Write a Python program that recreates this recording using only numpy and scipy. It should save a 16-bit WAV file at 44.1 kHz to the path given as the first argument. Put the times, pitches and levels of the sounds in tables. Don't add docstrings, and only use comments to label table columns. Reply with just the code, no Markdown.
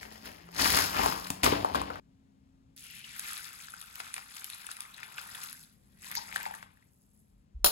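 import sys
import numpy as np
from scipy import signal
from scipy.fft import rfft, irfft
from scipy.io import wavfile

SR = 44100
rng = np.random.default_rng(int(sys.argv[2]) if len(sys.argv) > 2 else 0)


def log_audio(samples):
    frames = np.atleast_2d(samples).T
    limited = np.clip(frames, -1, 1)
    pcm = np.round(limited * 32767).astype(np.int16)
    wavfile.write(sys.argv[1], SR, pcm)


N = 340011
TIME = np.arange(N) / SR
FREQS = np.fft.rfftfreq(N, 1 / SR)
EDGE_HZ = 15950
POUCH_END_S = 2.0
SILENT_DB = -200


# frequency in Hz, density in dB per Hz, relative.
ROOM_COLOR = [(20, -21), (55, -1), (100, -3), (230, -4.5), (330, -17), (700, -20), (1500, -29.5),
              (4000, -34), (8000, -39.5), (15500, -53)]
# time in seconds, gain in dB.
MURMUR_LEVEL = [(2.4, 1), (3.7, -0.5), (4.6, -3.5), (5.2, 0), (6.3, 2.5), (6.65, 1), (6.8, -2), (7.2, -1)]
# mean pitch in Hz, level in dB.
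HUM_NOTES = [(167, -75), (203, -75), (263, -78)]
# start in seconds, length in seconds, pitch in Hz, climb in Hz per second, level in dB.
ENGINE_DRONES = [(0, 0.35, 215, 20, -57), (.41, 1.53, 169, 21.5, -52), (2, 0.85, 267.8, 0, -67),
                 (5.85, 0.86, 192.5, 4.5, -65.5)]
DRONE_FADE_S = 0.058

# frequency in Hz, phase in radians by which left leads.
LEFT_LEAD = [(0, 0), (300, .3), (650, 3.1), (1400, 4.3), (2200, 4.5), (3000, 7.3), (4000, 7.8), (5400, 9.5),
             (7000, 6.3), (9250, 3.1), (11100, 0), (13100, -3.1), (15200, -6.3)]
# frequency in Hz, left minus right in dB.
LEFT_LOUDER = [(60, 3), (200, 3), (700, 6), (1300, 6), (2400, 7), (4600, 8.5), (8000, 2.5), (9500, 0)]
# frequency in Hz, likeness of the two ports from 0 to 1.
PORT_LIKENESS = [(60, .8), (400, .7), (1200, .8), (2700, .5), (4500, .35), (6500, .6), (8200, .7),
                 (9300, .96)]

# frequency in Hz, density in dB per Hz, relative.
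POUCH_COLOR = [(30, -5), (60, 11), (170, 2), (450, -11.5), (1000, -3), (1850, -6.5), (2700, -11),
               (3800, -8), (5400, -5), (8000, -15), (12000, -13), (15500, -19)]
# start in seconds, hold in seconds, flow in dB, crispness in dB.
POUCH_SLIDES = [(0.02, 0.0093, -47.5, -1), (0.12, 0.0096, -50.5, -0.5), (0.255, 0.0083, -45, -2),
                (0.6, 0.22, -27, 1), (0.96, 0.082, -27.5, -10.5), (1.035, 0.027, -31.5, 1)]
# start in seconds, hold in seconds, flow in dB, crispness in dB.
POUCH_JOLTS = [(1.436, 0.025, -23.5, -2), (1.523, 0.0025, -29.5, -18), (1.752, 0.0034, -32, -11.5)]
# time in seconds, pitch in Hz.
POUCH_AIR_PITCH = [(0.3, 1850), (0.799, 1750), (0.98, 1050)]
# start in seconds, thud in dB, pitch in Hz, cycles to swell, crack in dB.
POUCH_CLUMPS = [(0.030, -30, 1853, 1.5, -31), (0.256, -33, 1730, 1.3, -33), (0.489, -33.5, 840, 0.42, -47),
                (0.772, -10, 1360, 0.8, -10), (0.7872, -14, 1230, 0.39, -8.5), (1.011, -28, 1080, 2, -22),
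                (1.0605, -12, 930, 1.5, -23.5), (1.2698, -26.5, 1812, 0.75, -24),
                (1.3028, -21, 907, 1.3, -8.5), (1.305, -28, 201, 0.24, -48.5),
                (1.433, -15.5, 2010, 0.86, -12), (1.4428, -17, 1980, 0.86, -4),
                (1.4625, -10, 1150, 1.3, -11), (1.524, -18, 410, 1.2, -25.5),
                (1.6465, -10, 885, 1.26, -26.5), (1.7465, -15, 1060, 1.3, -25),
                (1.7539, -13.5, 1040, 0.83, -19), (1.8154, -18, 1010, 1, -25.5),
                (1.9028, -17.5, 1040, 0.54, -41), (1.957, -25, 1190, 0.64, -42)]
HANDLING_DB = -59
THUD_LAG, GENTLE_DB = .17, -56.5

# frequency in Hz, density in dB per Hz, relative.
MILK_COLOR = [(400, 2.5), (850, -15), (1400, -5.5), (2100, -0.5), (3300, -5.5), (4800, -0.5), (7000, -4),
              (8500, -1.5), (11500, -1.5), (15500, -7.5)]
# time in seconds, flow in dB, fizz in dB against the flow.
POUR_ONE = [(2.763, -64.5, 10), (2.95, -54.5, -1), (3.12, -54.5, 0), (3.29, -46.5, 1.5), (3.58, -54.5, 0.5),
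            (3.92, -57, -1), (4.05, -49, -3.5), (4.25, -59, 2.5), (4.41, -53, 0.5), (4.9, -56, -5),
            (5.44, -51, 1), (5.62, -62, 5.5), (5.801, -86.5, 5)]
POUR_TWO = [(5.961, -73, 0.5), (6.05, -53, 3.5), (6.17, -50.5, -10), (6.24, -52, -1), (6.42, -49.5, -6),
            (6.57, -56, 0), (6.71, -72, -25), (6.92, -83, -11)]
POURS = POUR_ONE + POUR_TWO
DRY_DB, WETTING_S = -13, 0.36
# time in seconds, pitch in Hz.
GAP_PITCH = [(2.77, 1240), (2.96, 1410), (3.2, 1340), (4.0, 1217), (5.35, 943), (5.62, 1350), (6.2, 850)]
# time in seconds, pitch in Hz.
CAVITY_PITCH = [(2.87, 2830), (3.08, 2550), (3.17, 1310), (5.5, 1460), (6.05, 2030), (6.45, 1950),
                (6.75, 1700)]
# time in seconds, level in dB.
HISS_LEVEL = [(2.764, -67), (2.87, -52.5), (3.05, -54), (3.3, -46), (3.6, -67)]
# start in seconds, level in dB, pitch in Hz, cycles to swell.
AIR_PLOPS = [(3.042, -37, 2870, 5.6), (3.323, -38, 1370, 1.9), (3.341, -33.5, 3930, 1.9),
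             (3.683, -37, 1510, 2.6), (3.737, -33.5, 1406, 3.1), (4.002, -20, 1650, 0.44),
             (4.142, -37, 2010, 2.1), (4.165, -23.5, 2020, 0.43), (4.1806, -26, 1470, 0.53),
             (4.366, -31, 2240, 0.5), (4.42, -39, 1460, 1.2), (4.4998, -29, 3330, 0.58),
             (4.533, -34.5, 3880, 5.5), (4.69, -31, 1370, 1), (4.711, -34, 1490, 1.1),
             (4.852, -40.5, 2050, 2.8), (4.943, -37.5, 3860, 4.8), (5.0309, -25, 1930, 1.1),
             (5.174, -32, 2600, 0.52), (5.182, -26.5, 2410, 0.84), (5.185, -29, 1420, 1.5),
             (5.261, -42, 1530, 1.2), (5.349, -31, 3300, 1.7), (5.353, -32, 1480, 0.89),
             (6.122, -30, 1940, 2.6), (6.152, -27, 1930, 2.1), (6.169, -35, 890, 5.7),
             (6.326, -27, 1970, 1.1), (6.3598, -16, 1664, 2.24), (6.411, -31, 1920, 1),
             (6.455, -24.5, 1920, 1.2), (6.4619, -28.5, 804, 1.5), (6.509, -34, 796, 1.4),
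             (6.54, -31.5, 1650, 2.2), (6.6276, -30, 1473, 0.58), (6.7714, -54, 1690, 2.36),
             (6.825, -56, 1910, 2.9)]
# start in seconds, level in dB.
FLAKE_SNAPS = [(3.1954, -20.5), (3.3326, -25.5), (3.815, -28.5), (3.9564, -27), (4.003, -30), (4.141, -20),
               (4.444, -21.5), (4.501, -27.5), (4.667, -25), (4.7152, -25.5), (4.7682, -31), (4.806, -22),
               (5.4383, -25), (5.529, -27.5), (6.115, -23), (6.1528, -18.5), (6.4307, -25.5)]
SNAP_HZ = 11000
SPRAY_S, CRUMBLE_S = .010, .0022
STIR_DB = -30.5
# peak time in seconds, level in dB, pitch in Hz.
WALL_SPLASHES = [(6.168, -30, 5260)]
# time in seconds, level in dB.
SOAK_LEVEL = [(5.6, -85.5), (7.2, -72), (7.45, -88)]
# pitch in Hz, width in Hz, gain in dB.
BOWL_RINGS = [(842, 195, 4.5), (2450, 380, -8.5), (3500, 580, -11)]

# start in seconds, level in dB, pitch in Hz, length in seconds.
LOW_BUMPS = [(7.288, -60.5, 45.5, 0.15), (7.544, -35.5, 57, 0.045), (7.589, -37, 41.5, 0.11)]
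# start in seconds, level in dB.
SPOON_HITS = [(7.6447, 1), (7.648, -2), (7.6608, -1.5), (7.67, -8.5)]
# pitch in Hz, level in dB, time to fall 60 dB in seconds.
SPOON_MODES = [(1197, -9, 0.035), (1480, -11, 0.076), (3240, -9, 0.052), (3980, -15, .035), (4105, 1, 0.02),
               (5330, -8.5, .07), (7080, -4, 0.039), (9860, 1.5, 0.069), (10360, -8, .04), (13810, -4, .05),
               (14490, -2, 0.048), (15350, -6, .05)]
# frequency in Hz, density in dB per Hz, relative.
CLATTER_COLOR = [(250, -8.5), (620, 7.5), (1400, 1), (2300, -8), (4000, 4), (7100, -5.5), (9000, -15),
                 (10400, -1), (15000, -6)]


def amp(db):
    return 10 ** (np.asarray(db) / 20)


def evened(x):
    return x / np.sqrt(np.mean(x ** 2) + 1e-20)


def peaked(x):
    return x / abs(x).max()


def read(points, hz):
    f, value = np.transpose(points)
    return np.interp(np.log(hz + 1), np.log(f + 1), value)


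def follow(rows, outside=None):
    return np.interp(TIME, *np.transpose(rows), left=outside, right=outside)


def add(mix, s, sound):
    part = mix[max(round(s * SR), 0):][:len(sound)]
    part += sound[:len(part)]


def wander(per_s):
    knots = rng.standard_normal(int(N / SR * per_s) + 3)
    return np.interp(TIME * per_s, np.arange(len(knots)), knots)


def band(x, lo_hz, hi_hz, order=3):
    edges = [lo_hz, min(hi_hz, SR / 2 - 1)]
    return signal.sosfilt(signal.butter(order, edges, "band", fs=SR, output="sos"), x)


def coloured(x, spectrum, size=4096):
    log_gain = np.log(amp(read(spectrum, abs(np.fft.fftfreq(size, 1 / SR)))))
    response = np.fft.ifft(np.exp(np.conj(signal.hilbert(log_gain)))).real
    return signal.oaconvolve(x, response[:size // 2])[:len(x)]


def resonate(x, track, width_hz, waver=0):
    hz = follow(track) * (1 + waver * wander(22))
    turn = np.exp(2j * np.pi * np.cumsum(hz) / SR)
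    r = np.exp(-np.pi * width_hz / SR)
    smooth = signal.lfilter([1 - r], [1, -r], x / turn + 1e-18)
    return 2 * (turn * smooth).real


def burst(decay_s, size=2048):
    return rng.standard_normal(size) * np.exp(-np.arange(size) / SR / decay_s)


def blip(hz, cycles, rise, size=2048):
    age = np.arange(size) / SR * hz / cycles
    swell = (age * np.exp(1 - age)) ** 2
    return swell * np.sin(2 * np.pi * cycles * age * (1 + rise * (np.minimum(age, 4) - 2)))


def crackle(per_s, spread_db, decay_s, cap, clump_db, clumps_per_s, width, patch_db, count=16):
    out, clumping = np.zeros(N), clump_db * wander(clumps_per_s)
    reach = 1 + width
    for hz in np.geomspace(400, 14000, count):
        grain = np.sqrt(hz) * evened(band(burst(decay_s, size=384), hz / reach, hz * reach, order=2))
        when, luck = rng.random((2, int(per_s * N / SR / count)))
        at = (when * N).astype(int)
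        patches = patch_db * rng.standard_normal(int(N / SR * clumps_per_s) + 1)
        patch = patches[(at / SR * clumps_per_s).astype(int)]
        size_db = spread_db * np.minimum(-np.log(1 - luck), cap)
        strength = amp(clumping[at] + patch + size_db)
        out += signal.oaconvolve(np.bincount(at, strength, N), grain)[:N]
    return evened(out)


def flowing(grains, bass, flow, treble, low_hz, mid_hz, high_hz, low_db, mid_db, high_db):
    low = amp(low_db) * bass * evened(band(grains, low_hz, mid_hz))
    middle = amp(mid_db) * flow * evened(band(grains, mid_hz, high_hz))
    high = amp(high_db) * treble * evened(band(grains, high_hz, SR / 2))
    return low + middle + high


def ports(left, other):
    same = np.clip(read(PORT_LIKENESS, FREQS), 0, 1)
    right = same * rfft(left) + np.sqrt(1 - same ** 2) * rfft(other)
    shading = amp(-read(LEFT_LOUDER, FREQS)) * np.exp(-1j * read(LEFT_LEAD, FREQS))
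    return np.array([left, irfft(right * shading, N)])


def tail(low_t60, high_t60, size=32768):
    hz, t, z = signal.stft(rng.standard_normal(size), SR, nperseg=256)
    t60 = read([(300, low_t60), (12000, high_t60)], hz)[:, None]
    decay = np.exp(-np.log(1000) * t / t60) * (t > .004)
    echo = signal.istft(z * decay, SR, nperseg=256)[1]
    return echo / np.linalg.norm(echo)


def kitchen(source, wet_db):
    shares = []
    for x in (source(), source()):
        echo = signal.oaconvolve(x, tail(0.37, 0.28))[:N]
        shares.append(x + amp(wet_db) * echo)
    return ports(*shares)


def room_tone(level_db=-64):
    murmur = [amp(level_db) * evened(coloured(rng.standard_normal(N), ROOM_COLOR)) for _ in range(2)]
    hum = np.zeros(N)
    for hz, db in HUM_NOTES:
        level = amp(db + 3 * wander(4))
        pitch_hz = hz + 5 * wander(8)
        hum += level * np.sin(2 * np.pi * np.cumsum(pitch_hz) / SR)
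    return ports(murmur[0] + hum, murmur[1]) * amp(follow(MURMUR_LEVEL))


def traffic():
    out = np.zeros(N)
    for s, length, hz, climb, db in ENGINE_DRONES:
        t = np.arange(0, length, 1 / SR)
        fade = np.clip(np.minimum(t, length - t) / DRONE_FADE_S, 0, 1)
        add(out, s, amp(db) * fade * np.sin(2 * np.pi * (hz + climb * t / 2) * t))
    return ports(out, out)


def tumble(rows, rise_db_per_s, fall_db_per_s, trickle_db, trickle_db_per_s):
    flow, treble = np.zeros(N), np.zeros(N)
    for s, hold_s, db, crisp_db in rows:
        early, late = np.maximum(s - TIME, 0), np.maximum(TIME - s - hold_s, 0)
        dying_db = np.maximum(-fall_db_per_s * late, trickle_db - trickle_db_per_s * late)
        gain = amp(np.maximum(db - rise_db_per_s * early + dying_db, SILENT_DB))
        flow, treble = np.hypot(flow, gain), np.hypot(treble, gain * amp(crisp_db))
    return flow, treble


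def thuds(flow):
    return flow * (flow / amp(GENTLE_DB)) ** -THUD_LAG


def pops(rows, crack_hz, puff_db, crack_db, puff_s, crack_s):
    out = np.zeros(N)
    for s, db, hz, cycles, top_db in rows:
        puff = peaked(band(burst(puff_s), hz / 2.4, hz * 1.4))
        crack = peaked(band(burst(crack_s), crack_hz / 8.1, crack_hz * 2.0, order=2))
        knock = blip(hz, cycles, 0) + amp(puff_db) * puff
        add(out, s, amp(db) * knock + amp(top_db + crack_db) * crack)
    return out


def granola(rush_db=-16, air_db=-3):
    rattle = crackle(per_s=4300, spread_db=3.8, decay_s=.0005, cap=4,
                     clump_db=1.3, clumps_per_s=120, width=.5, patch_db=2.3)
    flakes = coloured(rattle + amp(rush_db) * rng.standard_normal(N), POUCH_COLOR)
    in_pouch = flakes + amp(air_db) * resonate(flakes, POUCH_AIR_PITCH, width_hz=440)

    flow, treble = tumble(POUCH_SLIDES, rise_db_per_s=417.5, fall_db_per_s=156.0,
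                          trickle_db=-6.0, trickle_db_per_s=61.0)
    flow = np.hypot(flow, amp(HANDLING_DB))
    slide = flowing(in_pouch, thuds(flow), flow, treble, low_hz=40, mid_hz=755, high_hz=2925,
                    low_db=-0.5, mid_db=1, high_db=-1.0)

    flow, treble = tumble(POUCH_JOLTS, rise_db_per_s=3603, fall_db_per_s=203,
                          trickle_db=-16.5, trickle_db_per_s=32.0)
    settle = flowing(flakes, thuds(flow), flow, treble, low_hz=60.6, mid_hz=783, high_hz=3540,
                     low_db=6.5, mid_db=1.0, high_db=-5.0)
    clumps = pops(POUCH_CLUMPS, crack_hz=6050, puff_db=-7, crack_db=-4.5, puff_s=0.005, crack_s=0.0034)
    return slide + settle + clumps


def pouring():
    s, flow, fizz = np.transpose(POURS)
    second_s = POUR_TWO[0][0]
    age = TIME - np.where(TIME < second_s, POUR_ONE[0][0], second_s)
    flow_db = np.interp(TIME, s, flow, left=SILENT_DB, right=SILENT_DB)
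    fizz_db = flow_db + np.interp(TIME, s, fizz)
    gurgle_db = flow_db + DRY_DB * np.clip(1 - age / WETTING_S, 0, 1)
    return flow_db, fizz_db, gurgle_db


def flurries(rows, level_db, build_s, calm_s):
    t = np.arange(-SR // 4, SR // 4) / SR
    kicks = np.zeros(N)
    for s, db, *_ in rows:
        add(kicks, s, amp([db + level_db]))
    return signal.oaconvolve(kicks, np.exp(np.minimum(t / build_s, -t / calm_s)), "same")


def hollow(x, damping):
    hz, t, z = signal.stft(x, SR, nperseg=256)
    ratio = 1j * hz[:, None] / np.interp(t, *np.transpose(GAP_PITCH))
    high_pass = ratio ** 2 / (ratio ** 2 + damping * ratio + 1)
    return signal.istft(z * high_pass ** 2, SR, nperseg=256)[1][:N]


def bubble(hz, cycles, rise, size=2048):
    age = np.arange(size) / SR * hz / cycles
    return np.exp(-age) * np.sin(2 * np.pi * cycles * age * (1 + rise * np.minimum(age, 4)))


def bubbles(per_s, level_db, spread_db, cycles, high_hz, count=600):
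    s, flow, _ = np.transpose(POURS)
    out = np.zeros(N)
    wait, kinds, sizes = rng.random((3, count))
    starts = s[0] + np.cumsum(2 * wait) / per_s
    for at, kind, size in zip(starts, kinds, sizes):
        if at < s[-1]:
            lowest_hz = np.interp(at, *np.transpose(GAP_PITCH))
            hz = lowest_hz * (high_hz / lowest_hz) ** kind
            db = np.interp(at, s, flow) + level_db + spread_db * size ** 2
            add(out, at, amp(db) * bubble(hz, cycles, 0.013))
    return out


def hiss(lo_hz=1500, hi_hz=6500):
    fine = crackle(per_s=8000, spread_db=3, decay_s=.0004, cap=3,
                   clump_db=1, clumps_per_s=60, width=.35, patch_db=2)
    fine = band(fine, lo_hz, hi_hz, order=2)
    fine = evened(fine + 2.2 * resonate(fine, CAVITY_PITCH, width_hz=560, waver=.04))
    return fine * amp(follow(HISS_LEVEL, SILENT_DB))


def plops(rise=0.046, spray_db=-12, crack_db=-15, crack_hz=4600, crack_s=0.0034):
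    out = np.zeros(N)
    for s, db, hz, cycles in AIR_PLOPS:
        spray = peaked(band(burst(SPRAY_S), hz / 2.83, hz * 1.84, order=2))
        crack = peaked(band(burst(crack_s), crack_hz / 2, crack_hz * 2, order=2))
        add(out, s, amp(db) * (blip(hz, cycles, rise) + amp(spray_db) * spray + amp(crack_db) * crack))
    return out


def snaps(cycles=3.6, crumble_db=-6, crumble_hz=1500):
    out = np.zeros(N)
    for s, db in FLAKE_SNAPS:
        crumble = peaked(band(burst(CRUMBLE_S), crumble_hz, 8000, order=2))
        tick = blip(SNAP_HZ * rng.uniform(0.747, 1.284), cycles, 0)
        add(out, s, amp(db) * (tick + amp(crumble_db) * crumble))
    return out


def splashes(drops, reach, build_db_per_s, fall_db_per_s):
    out = np.zeros(N)
    for s, db, hz in WALL_SPLASHES:
        age = (TIME - s) * np.sqrt(amp(db - GENTLE_DB))
        level_db = db + np.maximum(np.minimum(build_db_per_s * age, -fall_db_per_s * age), -150)
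        out += amp(level_db) * evened(band(drops, hz / (1 + reach), hz * (1 + reach), order=2))
    return out


def in_bowl(x):
    rings = [amp(db) * signal.lfilter(*signal.iirpeak(hz, hz / width, fs=SR), x) for hz, width, db in BOWL_RINGS]
    return x + sum(rings)


def milk(cavity_db=-1):
    wet_grains = crackle(per_s=3400, spread_db=3.7, decay_s=.0005, cap=3.8,
                         clump_db=2.3, clumps_per_s=40, width=.28, patch_db=2.8)
    drops = coloured(wet_grains, MILK_COLOR)
    stirred = flurries(AIR_PLOPS + FLAKE_SNAPS, level_db=STIR_DB, build_s=0.006, calm_s=0.0138)
    flow, fizz, gurgle = (np.hypot(amp(db), stirred) for db in pouring())
    stream = flowing(drops, gurgle, flow, fizz, low_hz=378.0, mid_hz=1147, high_hz=3760,
                     low_db=0.0, mid_db=-1.5, high_db=2)
    stream = hollow(stream, damping=1.0)
    stream = stream + bubbles(per_s=135, level_db=1, spread_db=10.5, cycles=5.5, high_hz=3700)
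    stream = stream + amp(cavity_db) * resonate(stream, CAVITY_PITCH, width_hz=130, waver=.07)

    bursts = band(plops() + snaps(), 550, EDGE_HZ, order=2)
    splash = splashes(drops, reach=0.21, build_db_per_s=138, fall_db_per_s=147.5)
    soak = evened(band(drops, 6500, EDGE_HZ, order=2)) * amp(follow(SOAK_LEVEL, SILENT_DB))
    return in_bowl(stream + bursts) + splash + soak + hiss()


def bumps():
    out = np.zeros(N)
    for s, db, hz, length in LOW_BUMPS:
        t = np.arange(0, length, 1 / SR)
        add(out, s, amp(db) * np.sin(np.pi * t / length) * np.sin(2 * np.pi * hz * t))
    return ports(out, out)


def spoon(ring_db=-19, clatter_db=-11, clatter_s=0.0016, buzz_db=-19, buzz_s=0.019, size=8192):
    t, out = np.arange(size) / SR, np.zeros(N)
    hz, level, t60 = np.transpose(SPOON_MODES)[:, :, None]
    for s, db in SPOON_HITS:
        phase, blend = rng.random((2, len(SPOON_MODES), 1))
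        mode_db = level + 6 * (blend - .5) - 60 * t / t60
        ring = (amp(mode_db) * np.sin(2 * np.pi * (hz * t + phase))).sum(0)
        clatter = amp(clatter_db) * burst(clatter_s, size=size) + amp(buzz_db) * burst(buzz_s, size=size)
        add(out, s, amp(db) * (amp(ring_db) * ring + coloured(clatter, CLATTER_COLOR)))
    return out


def scene():
    pouch_gate = np.clip((POUCH_END_S - TIME) * 500, 0, 1)
    pouch = pouch_gate * kitchen(granola, wet_db=-7)
    bowl = kitchen(milk, wet_db=-8.5) + kitchen(spoon, wet_db=-9.5)
    return room_tone() + traffic() + pouch + bowl + bumps()


def record(dry):
    low_pass = signal.firwin(301, EDGE_HZ, window=("kaiser", 8), fs=SR)
    return signal.oaconvolve(dry, low_pass[None], "same")


dry = scene()
out = record(dry)
log_audio(out)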